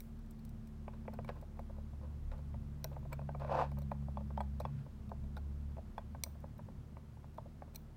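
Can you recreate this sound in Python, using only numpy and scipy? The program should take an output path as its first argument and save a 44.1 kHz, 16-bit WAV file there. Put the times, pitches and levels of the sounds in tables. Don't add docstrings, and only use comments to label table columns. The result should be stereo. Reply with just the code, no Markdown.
import sys
import numpy as np
from scipy import signal
from scipy.fft import rfft, irfft, next_fast_len
from scipy.io import wavfile
from scipy.ndimage import map_coordinates

SR = 44100
rng = np.random.default_rng(int(sys.argv[2]) if len(sys.argv) > 2 else 0)


def elevation(decibels):
    levels = np.asarray(decibels, float)
    return 10 ** (levels / 20)


def int16_out(signal):
    q = np.round(np.clip(np.atleast_2d(signal).T, -1, 1) * 32767)
    wavfile.write(sys.argv[1], SR, q.astype(np.int16))


N = 351036

# time_s, firing_hz, nearness_db
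ENGINE_PASS = [(0.0, 75.5, -10.5), (0.8, 73.75, -2.5), (1.7, 72.73, -0.5), (2.3, 71.86, 5.5),
               (2.86, 70.8, 0), (3.4, 70.5, 3.5), (4.5, 69.65, 6.5), (4.96, 70.34, 0.5), (5.2, 70.64, 3),
               (5.6, 71.37, 5.5), (6.3, 73.45, -1), (6.8, 73.96, -5.5), (7.1, 72.76, -7.5),
               (7.56, 75.46, -8), (7.96, 74.8, -11)]
# level_db, nearness_share, drift_db_per_s (exhaust turns away)
ORDER_RULES = [
    (-51, 1, 0.3),
    (-57, 0.52, 0.13),
    (-53, 0.37, -1.5),
    (-52.5, 0.12, -0.56),
]
# time_s, gain_db, width_s
ORDER_PATHS = [
    [(4.8, -13, 0.11), (5.94, -12.5, 0.11), (6.63, -31, 0.062)],
    [(1.24, 6, 0.1), (1.7, -4, 0.3), (3.5, 10, 0.84), (4.78, 11, 0.14), (4.97, -8, 0.11), (6.0, -7.5, 0.22),
     (6.29, -21, 0.034), (6.54, 1.5, 0.093)],
    [(1.42, -19, 0.088), (2.22, -18.5, 0.17), (2.86, -7, 0.15), (4.2, 5.5, 0.69), (6.33, -23, 0.072)],
    [(0.2, 3, 0.16), (1.7, 4, 0.18), (2.1, -10, 0.076), (2.3, 11.5, 0.076), (4.4, -9, 0.55),
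     (4.79, -16, 0.074), (4.96, 7, .08), (5.25, 10, 0.066), (6.25, -13, 0.12), (6.63, -12, 0.065),
     (7.09, -15, 0.17)],
]
# freq_hz, density_db_per_hz
ROAR_SPECTRUM = [(12, -45), (20, -7), (30, -12.5), (50, -3.5), (80, -5), (98, 0), (115, 3.5), (132, -4),
                 (170, -12.5), (205, -3.5), (245, -8), (274, -24), (390, -57), (660, -120)]
# freq_hz, density_db_per_hz
AIR_SPECTRUM = [(160, -20.5), (270, -3.5), (289, -1), (592, -10), (691, -9.5), (752, -12), (1040, -13),
                (2130, -20.5), (10100, -32), (14900, -33), (16000, -30.5)]
# freq_hz, correlation
LIKENESS = [(60, 0.76), (150, 1), (380, 0.71), (950, 0.49), (2380, -0.14), (5980, -0.062), (15000, -0.19)]
# freq_hz, t60_s
ROOM_DECAY = [(300, 0.14), (2000, 0.22), (15000, 0.31)]
# start_s, pitch_hz, peak_db
PINGS = [(1.246, 2270, -54), (1.279, 3010, -68), (3.128, 7740, -53.5), (3.1285, 14300, -55),
         (3.129, 2320, -45.5), (3.348, 2290, -60), (3.478, 2300, -58), (3.828, 4060, -63),
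         (4.172, 3400, -63), (4.374, 3150, -57), (4.406, 3340, -54.5), (4.4065, 7800, -63),
         (4.616, 2500, -62), (4.651, 3390, -54.5), (4.652, 5370, -64), (5.37, 1420, -44.5),
         (5.377, 830, -46), (5.98, 3400, -53.5), (7.3825, 3400, -64), (7.7545, 4080, -58)]

# freq_hz, level_db, t60_s, rise_s
THUD_MODES = [(247, -7, 0.09, 0.0075), (521, 3.5, 0.062, 0.00396), (334, -16.5, 0.2, 0.0024)]
# freq_hz, level_db, t60_s, rise_s
BENCH_MODES = [(389, -12, 0.071, 0.00465), (483, -17, 0.068, 0.00405), (546, 0, 0.043, 0.00408),
               (590, 1, 0.059, 0.00398), (641.4, 2, 0.047, 0.00351), (697, -4.5, 0.064, 0.002916),
               (825, -6.5, 0.039, 0.002995)]
# freq_hz, level_db, t60_s, rise_s
UPPER_MODES = [(881, -11.5, 0.07, 0.00204), (916, -3, 0.039, 0.001947), (1037, -2, 0.031, 0.00149),
               (1178, -5.5, 0.024, 0.00152), (1353, -1.5, 0.0084, 0.001186)]
# freq_hz, level_db, t60_s, rise_s
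HOLDER_MODES = [(1510, 6, 0.019, 0.0011), (1560, -3, 0.044, 0.00092), (1926, -4.5, 0.028, 0.00072),
                (2310, -2, 0.017, 0.00035), (2536, -10, 0.027, 0.00025), (2920, -16, 0.012, 0.00048),
                (3359.4, -21, 0.019, 0.0004)]
# peak_s, rise_s, fall_s, drag_db, rasp_db
SCUFFS = [(1.301, .02, 0.047, -50, -62), (1.2792, .001, .016, -64, -53), (1.2898, .001, 0.014, -62, -50.5),
          (7.75, 0.033, .04, -70, -69), (0.937, .012, .05, -58, -69), (1.012, .02, .04, -70, -72),
          (1.14, .03, .05, -56, -67), (1.37, .07, .06, -57, -71), (2.03, .012, .25, -60, -78),
          (2.3165, .002, 0.023, -68, -60.5), (2.322, 0.028, 0.21, -59.5, -72),
          (3.132, 0.033, 0.019, -43, -55), (2.93, 0.016, 0.068, -56, -68), (4.79, 0.28, 0.15, -73, -70)]
# freq_hz, density_db_per_hz
RASP_SPECTRUM = [(790, -13), (1350, -6), (1440, -1.5), (1660, -6.5), (2170, -15), (2520, -9), (2900, -17),
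                 (4870, -23.5), (6850, -33), (16000, -47)]
# time_s, pressure_db
PUSH = [
    (3.4, -52.5),
    (3.418, -48),
    (3.44, -52),
    (3.485, -54),
    (3.515, -39.5),
    (3.55, -38),
    (3.62, -35),
    (3.648, -46),
    (3.7, -70),
]
# time_s, peak_db, pitch_hz
JOLTS = [(3.5179, -26, 720), (3.5256, -24.5, 680), (3.5404, -27, 680), (3.5527, -22.5, 755),
         (3.571, -25, 860), (3.5788, -24.5, 700), (3.5888, -25, 640), (3.5921, -22, 980),
         (3.5979, -21, 970), (3.6038, -28, 780), (3.6086, -26, 720), (3.6153, -26, 796), (3.6234, -24, 740),
         (3.6274, -25, 730), (3.6399, -33, 750)]

# freq_hz, level_db, t60_s, rise_s
LOW_RING = [(2340, 4.5, 0.019, 0.00084), (3750, 2, 0.023, 0.000303), (4260, -1, 0.047, 0.000643),
            (4830, -3, 0.027, 0.00057)]
# freq_hz, level_db, t60_s, rise_s
TIP_RING = [(5380, 1, .012, 0.000384), (5330, 6, 0.015, 0.000322), (5880, 5, 0.021, 0.000444),
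            (6250, -31, 0.0082, 0.00044)]
# freq_hz, level_db, t60_s, rise_s
MID_RING = [(6760, -1, 0.00913, 0.00067), (8200, 15, 0.029, 0.000453), (9200, 5, 0.029, 0.0012),
            (9000, -5, 0.035, 0.00086), (9900, -5, 0.012, 0.00032), (11530, -11, 0.044, 0.00048)]
# freq_hz, level_db, t60_s, rise_s
TOP_RING = [(12100, -6, 0.0118, 0.00048), (13700, 9, 0.0068, 0.000442), (13750, -6, 0.023, 0.0002),
            (14600, 2, 0.022, 0.00054), (15070, -2, 0.028, 0.000382), (15169, -3, 0.019, 0.0014)]
# freq_hz, left_lead_rad
STEEL_LEAD = [(1500, .5), (3000, 1.3), (5000, 0.7), (7000, 0), (9000, 1.5), (11000, 2), (13000, 1.5),
              (15000, 2.6)]
# start_s, peak_db, low_ring_db, tip_ring_db, top_ring_db
TICKS = [(0.308, -44, -36, -36, -16.5), (0.4493, -45.5, -30, -28.5, -22.5), (0.4919, -52.5, -22, -18.5, -7),
         (0.6722, -49, -27, -25, -19), (1.136, -49.5, -22, -19, -12), (1.2455, -52, -16, -20.5, -22),
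         (3.1284, -43, -15.5, -28, -18), (3.786, -47.5, -22, -22, -5.5), (3.8183, -51, -17, -17, -10.5),
         (3.915, -52, -15, -25, -20), (4.374, -54, -10, -18.5, -21.5), (4.4052, -48.5, -14, -22, -24),
         (4.6056, -50, -12, -17, -14), (4.616, -59, -11, -14, -14), (5.366, -49.5, -10, -16, -21),
         (5.375, -54.5, -11, -16.5, -16), (5.9793, -54.5, -7.5, -19, -16), (7.7468, -44, -22, -27, -12),
         (7.7544, -51, -20, -13, -11)]
# start_s, peak_db, depth_db (+ shank, low; - point, high)
GRAZES = [(0.1901, -59, -5), (0.2614, -61, -2), (0.391, -58, -1), (1.2796, -60, -2), (1.29, -53, 6),
          (1.3547, -61, -6), (1.4124, -53.5, -7), (1.5683, -63, -4), (1.5932, -54, -4), (2.3155, -62, 4),
          (2.379, -61, 2), (2.99, -63, -9), (3.3964, -57, 5), (3.4451, -61, 7), (3.715, -53, -0.5),
          (4.1707, -66, 10), (4.649, -58, 6), (5.092, -56.5, 3), (5.238, -65, 0.1), (6.2454, -53, -8),
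          (6.4025, -58, -8), (6.5794, -55.5, -6), (7.3423, -60, -6), (7.3765, -56, -2)]
# (freq_hz, level_db, t60_s)
SNAPS = [
    (0.0046, -40.5, .00005, [(2250, -15, 0.024), (3860, -14, 0.015), (5740, -15, 0.016), (7499, -38, 0.057), (8600, -21, 0.028), (11420, -37, 0.023), (14850, -5, 0.0091)]),
    (2.8431, -30, 0.00014, [(2040, -14, 0.022), (4064, -2, 0.017), (5650, -2, 0.018), (5780, -5, 0.018), (4450, -1, 0.012), (8580, -3, 0.019), (9647, -27, 0.024), (10500, -10, 0.012), (11480, -20, 0.032), (13900, 0, 0.016), (14270, -7, 0.023), (14600, -7, 0.029), (14950, -18, 0.054)]),
    (4.6005, -46.5, .002, [(2460, -9, 0.035), (3865, -7, 0.041), (4080, -1, 0.015), (5529, -5, 0.039), (8200, 0, 0.023), (10400, -15, 0.054), (12500, -11, 0.053), (14500, -9, 0.037)]),
    (6.2367, -23, 0.000088, [(2246, -15, 0.027), (4140, -9, 0.023), (4780, -15, 0.032), (5820, -0.5, 0.014), (3650, -15, 0.01), (7760, -25, 0.038), (8500, -3, 0.014), (8830, -3, 0.014), (8670, -24, .07), (11640, -10, 0.021), (13070, -22, 0.018), (11620, -22, .05), (14800, -22, 0.03), (15000, -2.5, 0.012)]),
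    (7.7583, -37.5, .0015, [(2353, -17.5, 0.035), (4120, -8, 0.02), (5970, -8, 0.013), (8000, -19, 0.018), (10080, -15, 0.019), (11670, -15, 0.019), (13400, -23, 0.038), (14420, -2, 0.01), (14940, -30, .03), (15300, -6, 0.018)]),
]

# start_s, peak_db, upper_db, holder_db
KNOCKS = [(0.88, -35.5, -12.5, -19.5), (1.08, -31, -12, -19), (1.133, -45, -16, -20),
          (1.189, -32, -15, -23), (1.291, -30, -12.5, -16), (1.592, -38, -11, -20.5),
          (2.845, -36.5, -13, -13), (2.964, -38.5, -11.5, -23), (3.127, -42, -4, -8),
          (3.192, -37, -14.5, -18.5), (3.291, -34, -14, -18.5), (3.348, -33, -8.5, -25),
          (3.447, -27.5, -16, -26.5), (3.479, -41, -16, -18), (3.494, -29.5, -11, -32),
          (3.916, -29, -11.5, -22), (4.084, -37.5, -16, -40), (4.171, -31, -7, -30.5),
          (4.376, -30, -8, -26), (4.405, -26.5, -4, -22), (4.602, -31.5, -11.5, -32),
          (4.6527, -31.5, -6.5, -19.5), (5.116, -33.5, -12.5, -29), (5.368, -43.5, -11, -12),
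          (5.782, -41, -19, -25), (5.981, -33.5, -3.5, -18), (6.149, -39.5, -7.5, -19),
          (6.441, -39.5, -9.5, -26.5), (7.382, -34, -6.5, -28), (7.621, -36, -16, -23)]
# start_s, peak_db, hardness_db
NUDGES = [(1.246, -48, 8), (1.278, -53, 10), (1.426, -44, -4), (1.698, -46.5, 1), (1.784, -45, -9),
          (1.933, -50.5, -3), (2.336, -47, 3), (2.39, -48, -2), (2.542, -44.5, 2), (2.916, -43, -6),
          (3.052, -46.5, -1), (3.216, -46.5, 3), (3.397, -49, 5), (3.717, -44.5, 4), (3.77, -49, 5.5),
          (3.784, -45, 4), (3.818, -47, -0.5), (4.208, -43.5, -0.5), (4.305, -44, 5), (4.863, -48.5, 2),
          (4.608, -39.5, -3), (3.418, -37, 0), (3.425, -40, -4), (3.779, -52, 5), (5.376, -49, 3),
          (5.768, -46, 3), (6.2375, -45.5, 5), (6.264, -47.5, 3), (6.592, -45.5, 6), (6.686, -44.5, 0),
          (6.969, -47.5, 8.5), (7.242, -51, 6), (7.459, -44.5, -13), (7.748, -55, -8)]
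TOUCHES = [0.933, 1.054, 1.572, 1.766, 2.012, 2.317, 3.029, 4.024, 5.094, 5.24, 6.353, 7.17, 7.678]
# time_s, peak_db, pitch_hz
PUNCHES = [(0.8817, -37, 637), (1.0826, -33.5, 610), (1.1914, -33, 630), (1.2932, -31.5, 610),
           (2.969, -39, 700), (3.1313, -38, 1120), (3.1943, -38, 610), (3.2925, -34, 620),
           (3.3515, -34.5, 730), (3.4499, -34, 650), (3.4965, -29.5, 780), (3.9182, -30.5, 710),
           (4.0862, -39.5, 720), (4.1733, -30.5, 860), (4.3779, -31.5, 700), (4.4064, -27, 824),
           (4.6533, -26.5, 880), (5.1185, -36, 710), (5.9815, -29.5, 820), (6.1498, -40, 810),
           (7.3852, -35, 690), (7.6233, -37.5, 710)]

ROAR_DB, ROAR_NEARNESS_SHARE = -53, 0.29
AIR_DB, AIR_NEARNESS_SHARE = -64.5, 0.075
EARLIER_DB, EARLIER_T60_S = -68, 0.45
PING_T60_S, PING_RISE_S = 0.029, 0.000687
SLIDE_RANGE_DB = 36.5
PUSH_RASP_DB, RASP_PRESSURE_SHARE = -52, 0.84
GRAZE_LOW_DB, GRAZE_TIP_DB, GRAZE_TOP_DB = -15, -23.5, -16
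SNAP_RISE_S, SNAP_LONGEST_T60_S = 0.0003, 0.08
SNAP_CRACK_DB, SNAP_CRACK_T60_S = -7.5, 0.013
LIGHT_UPPER_DB, LIGHT_HOLDER_DB = -11.5, -23
TOUCH_DB, TOUCH_HARDNESS_DB = -54.5, 2.5
BENCH_LIFE = 0.88
PUNCH_RING_LATE_S, PUNCH_RING_DB = 0.002, -9
SHARP_PUNCH_HZ = 760
BAND_LIMIT_HZ = 15900


def unit(x):
    return x / np.sqrt(np.mean(x ** 2) + 1e-20)


def along(points, hz):
    point_hz, value = np.transpose(points)
    return np.interp(np.log(hz + 1), np.log(point_hz + 1), value)


def curves(rows, outside=None):
    time_s, *columns = np.transpose(rows)
    t = np.arange(N) / SR
    return [np.interp(t, time_s, column, outside, outside) for column in columns]


def wobble(rate_hz):
    knots = rng.standard_normal(int(N * rate_hz / SR) + 4)
    return map_coordinates(knots, [np.arange(N) * rate_hz / SR])


def bump(t, center_s, width_s):
    return np.exp(-((t - center_s) / width_s) ** 2)


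def filtered(x, response):
    m = next_fast_len(N + SR // 2)
    return irfft(rfft(x, m) * response(np.fft.rfftfreq(m, 1 / SR)), m)[..., :N]


def rush(spectrum, source):
    def response(hz):
        turn = np.arccos(np.clip(along(LIKENESS, hz), -1, 1)) / 2
        return elevation(along(spectrum, hz)) * [np.cos(turn), np.sin(turn)]
    mid, side = filtered(source, response)
    return unit(np.array([mid + side, mid - side]))


def ring(modes, scatter_db, detune, apart_hz, contact_s, life=1, steel=False):
    hz, db, t60_s, rise_s = np.transpose(modes)[:, :, None]
    t60_s = t60_s * np.clip(life, 0.3, 2)
    t = np.arange(int(SR * t60_s.max())) / SR
    size, shift, apart = rng.standard_normal((3, len(modes), 1))
    decay = np.exp(-np.log(1000) * t / t60_s)
    rise = 1 - np.exp(-(t / rise_s) ** 2)
    shape = elevation(db + scatter_db * size) * decay * rise
    phase = 2 * np.pi * hz * (1 + detune * shift) * (t - rise_s)
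    mid = np.sum(shape * np.sin(phase), 0)
    if steel:
        lead = np.clip(along(STEEL_LEAD, hz) + 0.15 * apart, -2.7, 2.7)
        side = np.sum(shape * np.cos(phase) * np.tan(lead / 2), 0)
    else:
        side = np.sum(shape * np.cos(phase + 0.4 * apart) * apart * hz / apart_hz, 0)
    n_force = SR // 200
    force = rng.standard_normal(n_force) * np.exp(-np.arange(n_force) / SR / contact_s)
    mid, side = np.convolve(mid, force), np.convolve(side, force)
    return np.array([mid + side, mid - side]) / np.abs(mid).max()


def empty_track():
    return np.zeros((2, N + SR))


def add(track, start_s, sound):
    start = round(start_s * SR)
    track[:, start:start + sound.shape[1]] += sound


def crack_noise(n):
    return signal.lfilter([1, -0.65], 1, rng.standard_normal((2, n + 1)))[:, 1:]


def earlier_tail():
    decay_db = -60 * np.arange(N) / SR / EARLIER_T60_S
    return elevation(EARLIER_DB + decay_db) * np.diff(rng.standard_normal((2, N + 1)))


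def room(x):
    hz, t, z = signal.stft(rng.standard_normal((2, SR // 3)), SR, nperseg=256)
    decay = elevation(-60 * t / along(ROOM_DECAY, hz)[:, None])
    tail = signal.istft(z * decay, SR, nperseg=256)[1]
    delayed = np.pad(x, ((0, 0), (180, 0)))
    return signal.fftconvolve(delayed, tail / np.linalg.norm(tail[0]), axes=1)[:, :N]


def engine():
    firing_hz, near_db = curves(ENGINE_PASS)
    t = np.arange(N) / SR
    phase = 2 * np.pi * np.cumsum(firing_hz) / SR
    orders = np.zeros(N)
    for order, (db, share, drift), paths in zip((1, 2, 3, 0.5), ORDER_RULES, ORDER_PATHS):
        path_db = sum(gain_db * bump(t, s, width_s) for s, gain_db, width_s in paths)
        level_db = db + share * near_db + drift * t + path_db + 1.58 * wobble(10)
        orders += np.sqrt(2) * elevation(level_db) * np.sin(order * phase + 0.27 * order * wobble(8.3))
    orders += elevation(-76.5 + 5.1 * wobble(2.47)) * np.sin(5 * phase + 0.71 * wobble(9.8))
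    roar_db = ROAR_DB + ROAR_NEARNESS_SHARE * near_db + 1.74 * wobble(5.0)
    roar = elevation(roar_db) * rush(ROAR_SPECTRUM, rng.standard_normal((2, N)))
    air_db = AIR_DB + AIR_NEARNESS_SHARE * near_db
    air = elevation(air_db) * rush(AIR_SPECTRUM, rng.standard_normal((2, N)))
    return orders * elevation([[-0.2], [0.2]]) + roar + air


def pings():
    track = empty_track()
    for s, hz, db in PINGS:
        mode = [(hz, 0, PING_T60_S, PING_RISE_S)]
        add(track, s, elevation(db) * ring(mode, scatter_db=0, detune=0, apart_hz=9000, contact_s=0.0002))
    return track[:, :N]


def scuffs():
    t = np.arange(N) / SR
    grip = elevation(1.2 * wobble(130))
    slips = rng.standard_normal(N) * grip
    modes = ring(THUD_MODES + BENCH_MODES[1:] + UPPER_MODES, scatter_db=1.8, detune=0.00084, apart_hz=5130,
                 contact_s=0.00008, life=0.91)
    drag = unit(signal.fftconvolve(slips[None], modes, axes=1)[:, :N])
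    rasp = rush(RASP_SPECTRUM, rng.standard_normal((2, N)) * grip)
    push_db, = curves(PUSH, outside=-120)
    catch_db = sum(0.72 * max(db + 27.5, 0) * bump(t, s, 0.002) for s, db, _ in JOLTS)
    push_rasp_db = PUSH_RASP_DB + RASP_PRESSURE_SHARE * (push_db - push_db.max()) + 5.5 + catch_db
    out = elevation(push_db) * drag + elevation(push_rasp_db) * rasp
    for s, rise_s, fall_s, drag_db, rasp_db in SCUFFS:
        stroke = elevation(-SLIDE_RANGE_DB * np.maximum((s - t) / rise_s, (t - s) / fall_s))
        out += stroke * (elevation(drag_db) * drag + elevation(rasp_db + 4.0) * rasp)
    return out


def swings(rows, half_width_cycles, share_db):
    track = empty_track()
    t = np.arange(-400, 400) / SR
    for s, db, hz in rows:
        swing = bump(t, 0, half_width_cycles / hz) * np.cos(2 * np.pi * hz * t + 2.37)
        add(track, s + t[0], elevation(db + share_db) * swing * elevation([[-0.3], [0.3]]))
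    return track[:, :N]


def knocks():
    track = empty_track()
    light = NUDGES + [(s, TOUCH_DB, TOUCH_HARDNESS_DB) for s in TOUCHES]
    blows = KNOCKS + [(s, db, LIGHT_UPPER_DB + hard_db, LIGHT_HOLDER_DB + hard_db) for s, db, hard_db in light]
    for s, db, upper_db, holder_db in blows:
        low_s, low_db, upper_s = s, db, s
        for punch_s, _, punch_hz in PUNCHES:
            if abs(s - punch_s) < 0.006:
                low_s, low_db = punch_s + PUNCH_RING_LATE_S, db + PUNCH_RING_DB
                if punch_hz > SHARP_PUNCH_HZ:
                    upper_s, upper_db = low_s, upper_db + PUNCH_RING_DB
        low = ring(BENCH_MODES, scatter_db=4.0, detune=0.02, apart_hz=7051, contact_s=0.0001, life=BENCH_LIFE)
        upper = ring(UPPER_MODES, scatter_db=2.0, detune=0.026, apart_hz=3949, contact_s=0.0001, life=BENCH_LIFE)
        holder = ring(HOLDER_MODES, scatter_db=1.0, detune=0.025, apart_hz=2500, contact_s=0.00032)
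        add(track, low_s - 0.0022, elevation(low_db - 3.0) * low)
        add(track, upper_s - 0.0014, elevation(db + upper_db + 3.0) * upper)
        add(track, s - 0.0014, elevation(db + holder_db + 4.5) * holder)
    return track[:, :N]


def ticks():
    track = empty_track()
    t = np.arange(SR // 30) / SR
    grazes = [(s, db, GRAZE_LOW_DB + depth_db, GRAZE_TIP_DB, GRAZE_TOP_DB - depth_db) for s, db, depth_db in GRAZES]
    for s, db, low_db, tip_db, top_db in TICKS + grazes:
        low = ring(LOW_RING, 1.5, detune=0.032, apart_hz=6007, contact_s=0.00035, life=0.77, steel=True)
        tip = ring(TIP_RING, 4.0, detune=0.012, apart_hz=12050, contact_s=0.00029, life=0.64, steel=True)
        top = ring(TOP_RING, 3.0, detune=0.0074, apart_hz=10500, contact_s=0.00048, life=0.55, steel=True)
        mid = ring(MID_RING, 9.0, detune=0.016, apart_hz=13000, contact_s=0.00029, life=0.44, steel=True)
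        crack = elevation(-60 * t / 0.031) * (1 - np.exp(-t / 0.00033)) * crack_noise(len(t))
        layers = [(low_db + 8.5, low), (tip_db + 5.0, tip), (top_db + 0.5, top), (-15.5, mid), (-11.5, crack)]
        for layer_db, layer in layers:
            add(track, s + 0.0004, elevation(db + layer_db) * layer)
    return track[:, :N]


def snaps():
    track = empty_track()
    t = np.arange(SR // 30) / SR
    for s, db, contact_s, modes in SNAPS:
        shapes = [(hz, mode_db, min(t60_s, SNAP_LONGEST_T60_S), SNAP_RISE_S) for hz, mode_db, t60_s in modes]
        part = ring(shapes, scatter_db=0, detune=0, apart_hz=9000, contact_s=contact_s, life=0.73, steel=True)
        add(track, s, elevation(db) * part)
        crack_db = db + SNAP_CRACK_DB - 60 * t / (SNAP_CRACK_T60_S + 3 * contact_s)
        add(track, s, elevation(crack_db) * crack_noise(len(t)))
    return track[:, :N]


def scene():
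    punches = swings(PUNCHES, half_width_cycles=0.89, share_db=-0.8)
    jolts = swings(JOLTS, half_width_cycles=1.14, share_db=-2.5)
    bench = knocks() + scuffs() + punches + jolts
    steel = ticks() + snaps()
    tail = room(elevation(-12.5) * bench + elevation(-22.5) * steel)
    return earlier_tail() + engine() + pings() + tail + bench + steel


def band_limit(x):
    return signal.sosfilt(signal.butter(12, 16730, fs=SR, output="sos"), x)


def record(dry):
    mix = filtered(dry, lambda hz: elevation(-32 * (hz > BAND_LIMIT_HZ)))
    return band_limit(mix)


dry = scene()
out = record(dry)
int16_out(out)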